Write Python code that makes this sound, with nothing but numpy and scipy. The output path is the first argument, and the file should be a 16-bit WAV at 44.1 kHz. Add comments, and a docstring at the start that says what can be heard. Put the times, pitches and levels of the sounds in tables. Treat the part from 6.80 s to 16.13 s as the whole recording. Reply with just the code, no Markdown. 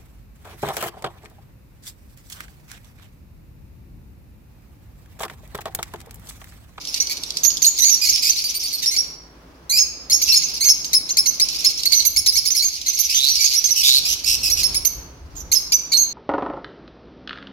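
"""Lovebirds chatter in a wire cage in a small hard room, close to a camera's stereo microphone.
Each bird sings with a membrane in its syrinx, coloured by throat and beak: most chirps start in a
reedy low register and break into a whistle, squawks stay low, and squabbling birds rasp in pulses.
Beaks tick nearby and the room rings. Further off the flock twitters and feathers rustle;
wing draught brushes the microphone, over a low hum and room tone."""
import sys
import numpy as np
from scipy import signal
from scipy.fft import rfft, irfft, next_fast_len
from scipy.io import wavfile
from scipy.ndimage import map_coordinates

SR = 44100
rng = np.random.default_rng(int(sys.argv[2]) if len(sys.argv) > 2 else 0)


def put_to_file(sound):
    """Save the sound as 16-bit audio at rate SR, in the file named by the first command-line argument."""
    columns = np.atleast_2d(sound).T  # one column per channel
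    safe = np.clip(columns, -1, 1)
    whole_steps = np.round(safe * 32767)
    wavfile.write(sys.argv[1], SR, whole_steps.astype(np.int16))


N = 411453
TOP_HZ = 16000  # the microphone's band limit

OPENING_HZ, OPENING_S = 2131, 0.0098  # pitch and usual length of a chirp's reedy opening
SCOOP_CARRY, DROOP = 0.24, .045  # share of the scoop that carries on past the crest; final sag
CLEAN_SCOOP = 0.12  # the further from this arc, the rougher the whistle
# Chirps close to the microphone; a negative scoop falls to the crest from above.
# (time [s], opening [s, 0 = none], whistle [s], crest [Hz], scoop [share of crest],
#  relative level [dB], treble against body [dB], left minus right [dB])
NEAR_CHIRPS = [(.201, 0, 0.015, 5960, 0.064, -12.5, -30, -9.5),
               (0.633, 0, 0.021, 6300, -.05, -12.5, -7.5, -12.5),
               (0.65, 0.00067, .038, 6640, .14, -11, -11, -11),
               (.82, 0.00085, 0.022, 6390, -0.17, -12.5, -9.5, -13.5),
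               (.844, 0, 0.02, 4334, -.05, -12.5, -6, -3), (.864, 0, 0.029, 6890, .11, -9.5, -15, -5.5),
               (.986, 0.011, 0.05, 6110, .07, -15, -9, -16.5),
               (1.042, 0.0025, .058, 6790, 0.036, -13, -21, -12),
               (1.096, 0.0014, .06, 5970, -0.13, -13, -12, -8.5),
               (1.288, 0.0037, 0.021, 6370, .24, -12.5, -11.5, -3.5),
               (1.325, 0.0025, 0.043, 5240, -.1, -17, -15, -9),
               (1.495, 0.00025, 0.017, 6210, .08, -10.5, -15, -8),
               (1.561, 0.0066, 0.017, 4710, 0.29, -23, -12.5, 3),
               (1.64, 0.0023, .035, 4767, .08, -21, -7, -3),
               (1.743, 0.0039, .036, 4620, .11, -26.5, 1, -3.5),
               (1.832, 0.0033, 0.035, 4590, 0.091, -24.5, -3, -2.5),
               (1.928, 0.0065, .03, 4450, 0.034, -24.5, -1, -5),
               (2.059, 0.00061, .036, 5540, 0.19, -15, -14, -2),
               (2.163, 0.0039, 0.045, 5580, 0.18, -15, -16, -7),
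               (2.972, 0.0033, .067, 5210, .1, -17.5, -13.5, -4),
               (2.986, 0.0027, 0.04, 6547, .06, -13.5, -17.5, -7),
               (3.297, 0.021, 0.038, 5470, .15, -12.5, -11.5, -3),
               (3.329, 0.00065, 0.047, 6570, .09, -16, -12.5, -9.5),
               (3.416, 0.0064, 0.024, 6260, .08, -15.5, -7, -10),
               (3.488, 0.0011, 0.037, 5490, .04, -13.5, -17.5, -6.5),
               (3.521, 0, 0.03, 4376, .1, -13, -13, 2), (3.541, 0.0033, 0.039, 5380, 0.2, -12.5, -10, -1.5),
               (3.56, 0.0022, .031, 6710, .04, -17, -16.5, -8.5),
               (3.619, .016, 0.026, 6270, 0.21, -19, -21, -10.5), (3.845, 0, 0.072, 6360, .04, -14, -9, -7),
               (3.887, 0.0012, .038, 5455, .14, -10.5, -15, 1.5),
               (4.05, 0.0001, .015, 6500, .2, -24.5, -13.5, -4.5),
               (4.131, 0.01, .037, 5340, 0.082, -11.5, -9.5, 3),
               (4.289, 0.015, 0.027, 6320, 0.17, -18.5, -22.5, -1),
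               (4.369, .011, .032, 5316, .1, -11.5, -8.5, 0),
               (4.458, 0.0085, 0.037, 6200, .12, -14, -12.5, -12),
               (4.597, .012, 0.033, 5330, .13, -12.5, -11.5, -3),
               (4.846, 0.01, 0.026, 5356, 0.12, -10.5, -15, -5.5),
               (5.054, 0.0067, 0.02, 4480, .18, -13, -9.5, -9),
               (5.122, 0.0016, .018, 4330, -.13, -10, -14, -12), (5.142, 0, .055, 6050, 0, -14, -14, -10),
               (5.195, 0.0036, .016, 4314, -0.094, -14.5, -17.5, -8),
               (5.25, 0.0058, 0.025, 6220, .09, -15.5, 3, -16.5),
               (5.362, 0.0074, .027, 5448, .1, -13, -8, -6), (5.389, 0, 0.015, 6470, .1, -23, -8, -19),
               (5.461, .01, .033, 5166, -.07, -11.5, -11, -6.5),
               (5.522, 0.012, 0.026, 5910, .05, -22, -5, -10),
               (5.554, 0.017, 0.024, 5390, -.15, -12.5, -9.5, -7),
               (5.653, 0.0092, .03, 5273, -.14, -16.5, -7.5, -11.5),
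               (5.704, 0.00026, 0.031, 6224, 0.21, -15.5, -15, -9),
               (5.748, .011, 0.04, 5300, -0.22, -17, -5, -7.5), (5.794, 0, .036, 4240, .08, -18, -19, -7),
               (5.843, 0.0004, .044, 6474, .07, -16.5, -13, -6),
               (6.061, .02, 0.028, 6150, 0.005, -15.5, -14, -6),
               (6.132, 0.011, 0.024, 6300, .13, -22.5, -9, -16),
               (6.188, 0.0061, .026, 6210, .14, -18.5, 3.5, -20.5),
               (6.235, 0, .026, 6180, 0, -21.5, -12.5, -7),
               (6.346, 0.00095, .038, 6190, .01, -14.5, -13.5, -7),
               (6.484, 0.0045, .042, 5930, .08, -18, -10, -4.5),
               (6.606, 0, .034, 5771, 0.048, -16.5, -8.5, -13.5),
               (6.642, 0.00051, .024, 6500, .1, -12.5, -18.5, -14),
               (6.733, 0.017, 0.049, 5740, 0.22, -15, -10, -9),
               (6.841, 0.00016, .03, 6340, 0.11, -13.5, -14, -9.5),
               (6.905, 0, 0.029, 5870, 0, -14, -8.5, -8), (7.698, 0.014, 0.035, 5820, 0.18, -15.5, -6, -11),
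               (7.831, 0.0072, 0.033, 5450, 0.11, -14.5, -7.5, -10),
               (7.944, .01, 0.031, 5395, .06, -18, -5, -7.5),
               (8.049, 0.0035, .028, 6160, .06, -14.5, -2, -16), (8.553, 0, .065, 6520, -.16, -34, -10, -7),
               (8.716, 0.0099, 0.025, 6270, 0.0012, -13, -5, -13.5),
               (8.748, 0.00023, .036, 5370, -0.046, -14, -12, -13),
               (8.92, 0.0094, .032, 6040, .12, -11.5, -13, -7),
               (9.118, .014, .04, 4330, .09, -12.5, -16, -9.5),
               (9.17, 0, 0.072, 6467, .09, -13.5, -13, -7.5)]


def chirps():
    """A short reedy opening breaks with a crack into a whistle that scoops to its crest."""
    out = np.zeros((2, N))
    for s, opening, length, crest, scoop, db, bright_db, pan_db in NEAR_CHIRPS:
        if opening > 0:
            low = reed(opening + 0.0016, OPENING_HZ * rng.normal(1, .02), rise=.05, rough=0.41)
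            low = beak(low, .5 * bright_db - 3)  # the beak is only partly open
            # a longer opening spreads the same push and is softer
            push_db = db - 1.5 - 3 * max(np.log2(opening / OPENING_S), 0)
            add(out, s, perch(low, push_db, 0.19 * pan_db))  # beamed less to one side
        contour = crest * np.array([1 - scoop, 1, 1 + SCOOP_CARRY * scoop - DROOP])
        rough = 0.092 + 1.12 * abs(scoop - CLEAN_SCOOP)
        whistle = syrinx(length, contour, rough, jitter=0.096, flutter=12, hiss=1.3)
        n = len(whistle)
        crack = .75 * noise(THROAT_GAIN, n) * np.exp(-np.arange(n) / SR / .004)
        call = (whistle + crack) * swell(n, attack_s=.0025, release_s=.008)
        add(out, s + opening, perch(beak(call, bright_db), db, pan_db))
    return out


# Resonance of the throat and open beak: (frequency [Hz], gain [dB])
THROAT_GAIN = [(1400, -57), (1900, -19.5), (2300, -11), (2750, -5.5), (3300, -3.5), (4300, 2.5), (5400, 5),
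               (6600, 1), (7700, -7.5), (9000, -9.5), (10500, -5), (12400, -1), (13500, -7), (16000, -19)]


def syrinx(length, contour, rough, jitter, flutter, hiss, warble=.035, lift=0, lift_s=0.00387):
    """A membrane glides through three pitches; roughness shakes it and adds turbulence."""
    n = int(length * SR)
    progress = np.arange(n) / n
    start, crest, end = contour
    approach = np.clip(1 - progress / .35, 0, 1) ** 2
    departure = np.clip((progress - .35) / .65, 0, 1) ** 2
    pitch = crest + (start - crest) * approach + (end - crest) * departure
    flick = lift * np.exp((progress - 1) * length / lift_s)  # upward, as the note stops
    pitch *= 1 + (0.006 + warble * rough) * wobble(219, n) + flick
    phase = phase_of(pitch * (1 + jitter * rough * wobble(1102.5, n)))
    harmonic = np.arange(1, 9)[:, None]
    gains = amp(along(THROAT_GAIN, harmonic * pitch)) * (harmonic * pitch < TOP_HZ)
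    tone = np.sum(gains * np.sin(harmonic * phase), axis=0)
    shake = amp(flutter * rough * np.tanh(wobble(400, n)))  # the membrane's swing is bounded
    return (unit(tone) + hiss * rough ** 2 * noise(THROAT_GAIN, n)) * shake


def reed(length, hz, rise, rough):
    """The membrane's wavering low register; the shorter the note, the more abruptly it starts."""
    contour = hz * np.array([1 - .35 * rise, 1, 1 + .65 * rise])
    note = syrinx(length, contour, rough, jitter=.08, flutter=5.4, hiss=1.47, warble=0.0467, lift=.1)
    return note * swell(len(note), attack_s=0.13 * length, release_s=0.0032)


def beak(call, bright_db, treble_hz=7600):
    """The beak's opening sets the strength of the treble against the body of the call."""
    body = filtered(call, lambda hz: 1 / (1 + (hz / treble_hz) ** 24))
    return unit(body) + amp(bright_db) * unit(call - body)


def perch(call, db, pan_db, lag_s=.0004, wall_db=-12, reach_s=.022, echoes=8):
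    """A call meets the microphone's left port first; nearby walls and roof add quick echoes."""
    paths = np.zeros((2, int(reach_s * SR) + 200))
    right_delay = int(abs(lag_s * SR * rng.normal(1, .15)))
    paths[0, 0] = paths[1, right_delay] = 1
    for port in paths:
        late = rng.uniform(.06, 1, echoes)
        strength = amp(wall_db) * rng.standard_normal(echoes) * (1.3 - late)
        port[(late * reach_s * SR).astype(int)] += strength
    pair = signal.fftconvolve(call[None], paths, axes=1)
    pair *= np.linalg.norm(call) / np.linalg.norm(pair, axis=1, keepdims=True)
    balance = unit(amp(np.array([pan_db, -pan_db]) / 2))[:, None]
    return amp(db) * balance * pair


# Squawks close to the microphone: (time [s], length [s], pitch [Hz], rise [share of pitch],
#  roughness [0-1], relative level [dB], left minus right [dB])
NEAR_SQUAWKS = [(0.136, 0.047, 2015, 0, 1, -28, -6.5), (.2, 0.033, 2173, 0.087, 0.4, -23, -2),
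                (0.293, .04, 2258, .02, .7, -23, -3), (1.02, 0.026, 2031, -0.0017, .25, -14.5, -7),
                (1.045, 0.048, 2250, -0.081, .35, -19.5, -3.5),
                (1.213, 0.044, 2383, -0.012, .4, -16.5, -9.5),
                (1.249, 0.036, 2200, -0.064, .55, -18.5, -3.5), (1.42, 0.075, 2442, .05, .6, -17, -5.5),
                (2.02, 0.034, 1990, -0.13, 0.6, -22, -6), (2.105, 0.052, 2087, .2, .4, -23, -4),
                (2.895, .033, 2080, .15, 0.2, -17, -5), (2.92, .05, 2393, .02, .18, -16.5, -5),
                (2.967, 0.023, 2536, 0.094, .2, -14, -1), (3.475, 0.06, 2660, 0, .4, -21, -1),
                (3.805, 0.041, 2140, 0.23, 0.2, -16.5, -4.5), (3.848, 0.044, 2170, -0.071, 0.4, -20, 1.5),
                (5.115, 0.041, 2200, -.06, 0.5, -20.5, -3.5), (5.821, 0.023, 2247, 0.0074, 0.1, -18, -3),
                (6.289, 0.064, 2617, .13, .6, -22.5, -4.5), (6.586, 0.082, 2287, 0, .4, -20.5, -2),
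                (6.882, 0.023, 2107, -.06, .4, -24, -7.5), (6.956, 0.068, 2880, -.13, .5, -16.5, -5.5),
                (7.028, 0.069, 2505, -.16, .8, -14.5, -4.5), (7.249, 0.022, 2496, -.2, 0.5, -19, -5),
                (7.271, 0.072, 2880, .13, .7, -18, -5.5), (7.443, 0.0085, 2180, 0.33, .4, -19, -17),
                (7.457, 0.1, 2695, -.04, 0.7, -16, -4), (7.628, 0.064, 2626, -.12, .5, -17.5, -3),
                (7.766, 0.057, 2524, -0.2, .8, -19.5, -5.5)]


def squawks(full_effort_db=-19, fundamental_top_hz=3100):
    """Held reedy notes, nasal to harsh; below full effort the fundamental gains on the overtones."""
    out = np.zeros((2, N))
    for s, length, hz, rise, rough, db, pan_db in NEAR_SQUAWKS:
        mellow_db = 1.2 * np.clip(full_effort_db - db, -1, 6)
        note = reed(length, hz, rise, rough)
        note = filtered(note, lambda f: amp(mellow_db / (1 + (f / fundamental_top_hz) ** 20)))
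        add(out, s, perch(beak(note, bright_db=-8.5), db, pan_db))
    return out


# A close squabble, louder in the right channel: (time [s], length [s], start pitch [Hz],
#  end pitch [Hz], relative level [dB], left minus right [dB])
NEAR_RASPS = [(6.33, .19, 3150, 4570, -21.5, -8), (6.521, 0.25, 4450, 4930, -27.5, -9.5),
              (7.02, .18, 3400, 4500, -17.5, -4.5)]


def rasps(pulse_hz=132, sweep=0.065, spread=.037, hiss=0.48):
    """Harsh scolding: a flutter chops a swelling, climbing tone into bursts, each sweeping upward."""
    out = np.zeros((2, N))
    for s, length, start_hz, end_hz, db, pan_db in NEAR_RASPS:
        n = int(length * SR)
        beat = phase_of(pulse_hz * (1 + .05 * wobble(60, n)))
        pitch = np.linspace(start_hz, end_hz, n) * (1 + sweep * np.sin(beat) + spread * wobble(1500, n))
        tone = unit(np.sin(phase_of(pitch)))
        pulses = amp(10 * np.cos(beat) + 1.3 * wobble(101, n))
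        rasp = (tone + hiss * noise(THROAT_GAIN, n)) * pulses * swell(n, attack_s=.1, release_s=.03)
        add(out, s, perch(beak(rasp, bright_db=-12), db, pan_db, wall_db=-19))
    return out


# Close beak ticks, louder in the right channel: (time [s], relative peak level [dB])
NEAR_TICKS = [(0.0513, -19), (0.0725, -17), (0.1426, -8), (0.2697, -11.5), (0.3698, -14.5), (0.4346, -14),
              (0.5045, -12), (0.5698, -9.5), (0.7033, -11), (0.77, -9.5), (0.9783, -13.5), (1.3582, -11),
              (4.0444, -15), (4.6862, -9.5), (4.7465, -18), (4.806, -16), (4.8968, -18.5), (5.033, -10),
              (5.2214, -15), (6.0146, -16.5), (6.5549, -6.5)]


def beak_ticks(rise_s=.0006, decay_s=0.0025):
    """A beak snaps: a dry, bright burst of noise that dies at once."""
    out = np.zeros((2, N))
    t = np.arange(SR // 50) / SR
    spectrum = [(1500, -36.5), (2500, -10), (4200, 7), (5800, 9), (8000, -7.5), (12000, -8),
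                (16000, -26.5)]
    envelope = (1 - np.exp(-t / rise_s)) * np.exp(-t / decay_s)
    for s, db in NEAR_TICKS:
        snap = noise(spectrum, len(t)) * envelope
        add(out, s, perch(snap / np.abs(snap).max(), db + 2.5, pan_db=-4.5, wall_db=-13))
    return out


# The hard room around the cage: (frequency [Hz], time to fall 60 dB [s])
RING_TIMES = [(300, 0.39), (2500, 0.81), (5500, 0.58), (8000, 0.49), (13000, 0.33)]


def room_ring(birds, build_s=0.015):
    """The bare room rings on after each call, longest in the middle treble."""
    hz, t, bands = signal.stft(rng.standard_normal((2, SR)), SR, nperseg=256)
    decay = amp(-60 * t / along(RING_TIMES, hz)[:, None])
    build = 1 - np.exp(-t / build_s)
    _, tail = signal.istft(bands * decay * build, SR, nperseg=256)
    tail /= np.linalg.norm(tail, axis=1, keepdims=True)
    mono = 0.52 * birds[:1] + 1.05 * birds[1:]
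    return signal.fftconvolve(mono, tail, axes=1)[:, :N]


# Excitement of the flock further off, swelling in three bouts: (time [s], relative level [dB])
FLOCK_EXCITEMENT = [(0, -30), (.75, -36.5), (1.15, -27), (1.3, -22.5), (2.18, -29.5), (2.5, -62.5),
                    (3.3, -49), (3.48, -22), (4.25, -40), (4.8, -23), (5.33, -35.5), (5.55, -32.5),
                    (5.9, -30.5), (6.25, -22), (7.15, -28), (7.98, -32), (8.3, -57.5), (9.33, -41.5)]


def flock(busy_db=-28, hush=0.33):
    """Twitter and rustle follow the flock's excitement; the voices fall silent first in a lull."""
    level_db = timeline(FLOCK_EXCITEMENT)
    lull_db = hush * np.minimum(level_db - busy_db, 0)
    stir = amp(-3 + lull_db) * far_twitter() + amp(-6) * feathers()
    return amp(level_db) * amp([[-1.5], [1.5]]) * stir


def far_twitter(count=260):
    """Birds further from the microphone give short, breathy whistles at random moments."""
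    out = np.zeros((2, N))
    for when, pitch, size, side in rng.random((count, 4)):
        contour = (4400 + 1700 * pitch) * np.array([.88, 1, .96])
        note = syrinx(.025, contour, rough=.45, jitter=0.067, flutter=8, hiss=2.5)
        note *= swell(len(note), attack_s=0.0022, release_s=0.008)
        add(out, when * N / SR, perch(beak(note, bright_db=-12.5), db=5 * size, pan_db=10 * side - 7))
    return unit(out)


def feathers():
    """Feathers rustle around the cage: a bright noise whose level flickers."""
    spectrum = [(1500, -42.5), (2300, -5.5), (3300, -8), (4800, 3), (6300, -0.5), (8000, -20.5),
                (12000, -13.5), (16000, -27)]
    return amp(2.8 * wobble(60, N)) * diffuse(spectrum)


# Rumble of moving air right at the microphone: (frequency [Hz], relative level [dB])
DRAUGHT_SPECTRUM = [(18, -24), (32, -4), (65, 3), (120, -10.5), (160, -18.5), (300, -29), (550, -89)]
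# Gusts from passing wings: (middle time [s], half length [s], relative level [dB])
WING_GUSTS = [(1.299, .12, -51), (3.52, 0.18, -55), (5.449, 0.21, -47), (7.903, 0.47, -37),
              (8.58, .13, -39)]


def wing_draught():
    """Wings push soft gusts over the microphone, with a faint draught between them."""
    t = np.arange(N) / SR
    gusts = sum(amp(db) * np.exp(-((t - s) / half) ** 2) for s, half, db in WING_GUSTS)
    return (amp(-54) + gusts) * amp(-2 + 2.5 * wobble(22, N)) * diffuse(DRAUGHT_SPECTRUM)


def hum(hz=55, db=-55):
    """A low hum fills the room, wavering in pitch and level."""
    tone = unit(np.sin(phase_of(hz * (1 + 0.02 * wobble(24, N)))))
    return amp(db + 1.4 * wobble(4.6, N)) * tone


# Room tone all around the microphone: (frequency [Hz], relative level [dB])
ROOM_TONE_SPECTRUM = [(60, -36.5), (100, -15.5), (160, -1), (210, -10), (270, -3), (450, -8.5),
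                      (800, -11.5), (1050, -10.5), (1700, -17.5), (3000, -23.5), (8000, -36),
                      (16000, -35.5)]
# Room tone under the camera's changing gain: (time [s], relative level [dB])
ROOM_TONE_GAIN = [(0.0, -53.5), (0.54, -50), (1.63, -55), (4.41, -50), (6.24, -58.5), (7.85, -48),
                  (8.11, -51), (9.33, -50)]


def room_tone():
    """Room tone dips, along a set curve, as the camera turns its gain down for loud birds."""
    level_db = timeline(ROOM_TONE_GAIN) + 4 + 1.1 * wobble(7.8, N)
    return amp(level_db) * diffuse(ROOM_TONE_SPECTRUM)


# Sound from all around at the microphone's two ports: (frequency [Hz], left-right likeness [0-1])
PORT_LIKENESS = [(60, 0.92), (250, 0.94), (500, 0.62), (1000, 0.051), (8000, 0.075)]


def diffuse(spectrum):
    """Stereo noise, alike in the bass and unrelated in the treble."""
    def mid_side_gains(hz):
        width = np.arccos(along(PORT_LIKENESS, hz)) / 2
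        return amp(along(spectrum, hz)) * [np.cos(width), np.sin(width)]
    mid, side = filtered(rng.standard_normal((2, N)), mid_side_gains)
    return unit(np.array([mid + side, mid - side]))


def noise(spectrum, n):
    """Noise of rms 1, coloured by (frequency [Hz], level [dB]) points."""
    return unit(filtered(rng.standard_normal(n), lambda hz: amp(along(spectrum, hz))))


def filtered(x, gain):
    """x times a gain that depends on frequency."""
    n = x.shape[-1]
    size = next_fast_len(n + 1024)
    return irfft(rfft(x, size) * gain(np.fft.rfftfreq(size, 1 / SR)), size)[..., :n]


def wobble(rate, n):
    """A smooth random curve of n samples, rate knots a second."""
    return map_coordinates(rng.standard_normal(int(n * rate / SR) + 4), [np.arange(n) * rate / SR])


def swell(n, attack_s, release_s):
    """Smooth opening and closing of a note."""
    t = np.arange(n) / SR
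    opening = np.sin(np.pi / 2 * np.clip(t / attack_s, 0, 1))
    closing = np.sin(np.pi / 2 * np.clip((n / SR - t) / release_s, 0, 1))
    return opening * closing


def along(points, hz):
    """Join (frequency [Hz], value) points on a log axis."""
    freqs, values = np.transpose(points)
    return np.interp(np.log(np.abs(hz) + 1), np.log(freqs + 1), values)


def timeline(points):
    """Join (time [s], value) points, one value a sample."""
    return np.interp(np.arange(N) / SR, *np.transpose(points))


def add(track, s, sound):
    """Mix a stereo sound in at time s."""
    part = track[:, max(round(s * SR), 0):][:, :sound.shape[1]]
    part += sound[:, :part.shape[1]]


def phase_of(hz):
    return 2 * np.pi * np.cumsum(hz) / SR


def amp(db):
    return 10 ** (np.asarray(db) / 20)


def unit(x):
    """Each channel at rms 1."""
    return x / np.sqrt(np.mean(x ** 2, axis=-1, keepdims=True) + 1e-20)


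def scene():
    """The near birds and their ring in the room, over the rest of the flock and the air."""
    birds = amp(-.5) * chirps() + amp(-1) * squawks() + amp(3) * rasps() + beak_ticks()
    ring = amp(-14.5) * amp([[-1], [1]]) * room_ring(birds)
    return birds + ring + flock() + wing_draught() + hum() + room_tone()


def record(dry):
    """The camera rounds off the highest peaks and keeps nothing above its band limit."""
    rounded = dry / (1 + np.abs(dry) ** 8) ** (1 / 8)
    return filtered(rounded, lambda hz: hz < TOP_HZ)


dry = scene()
out = record(dry)
put_to_file(out)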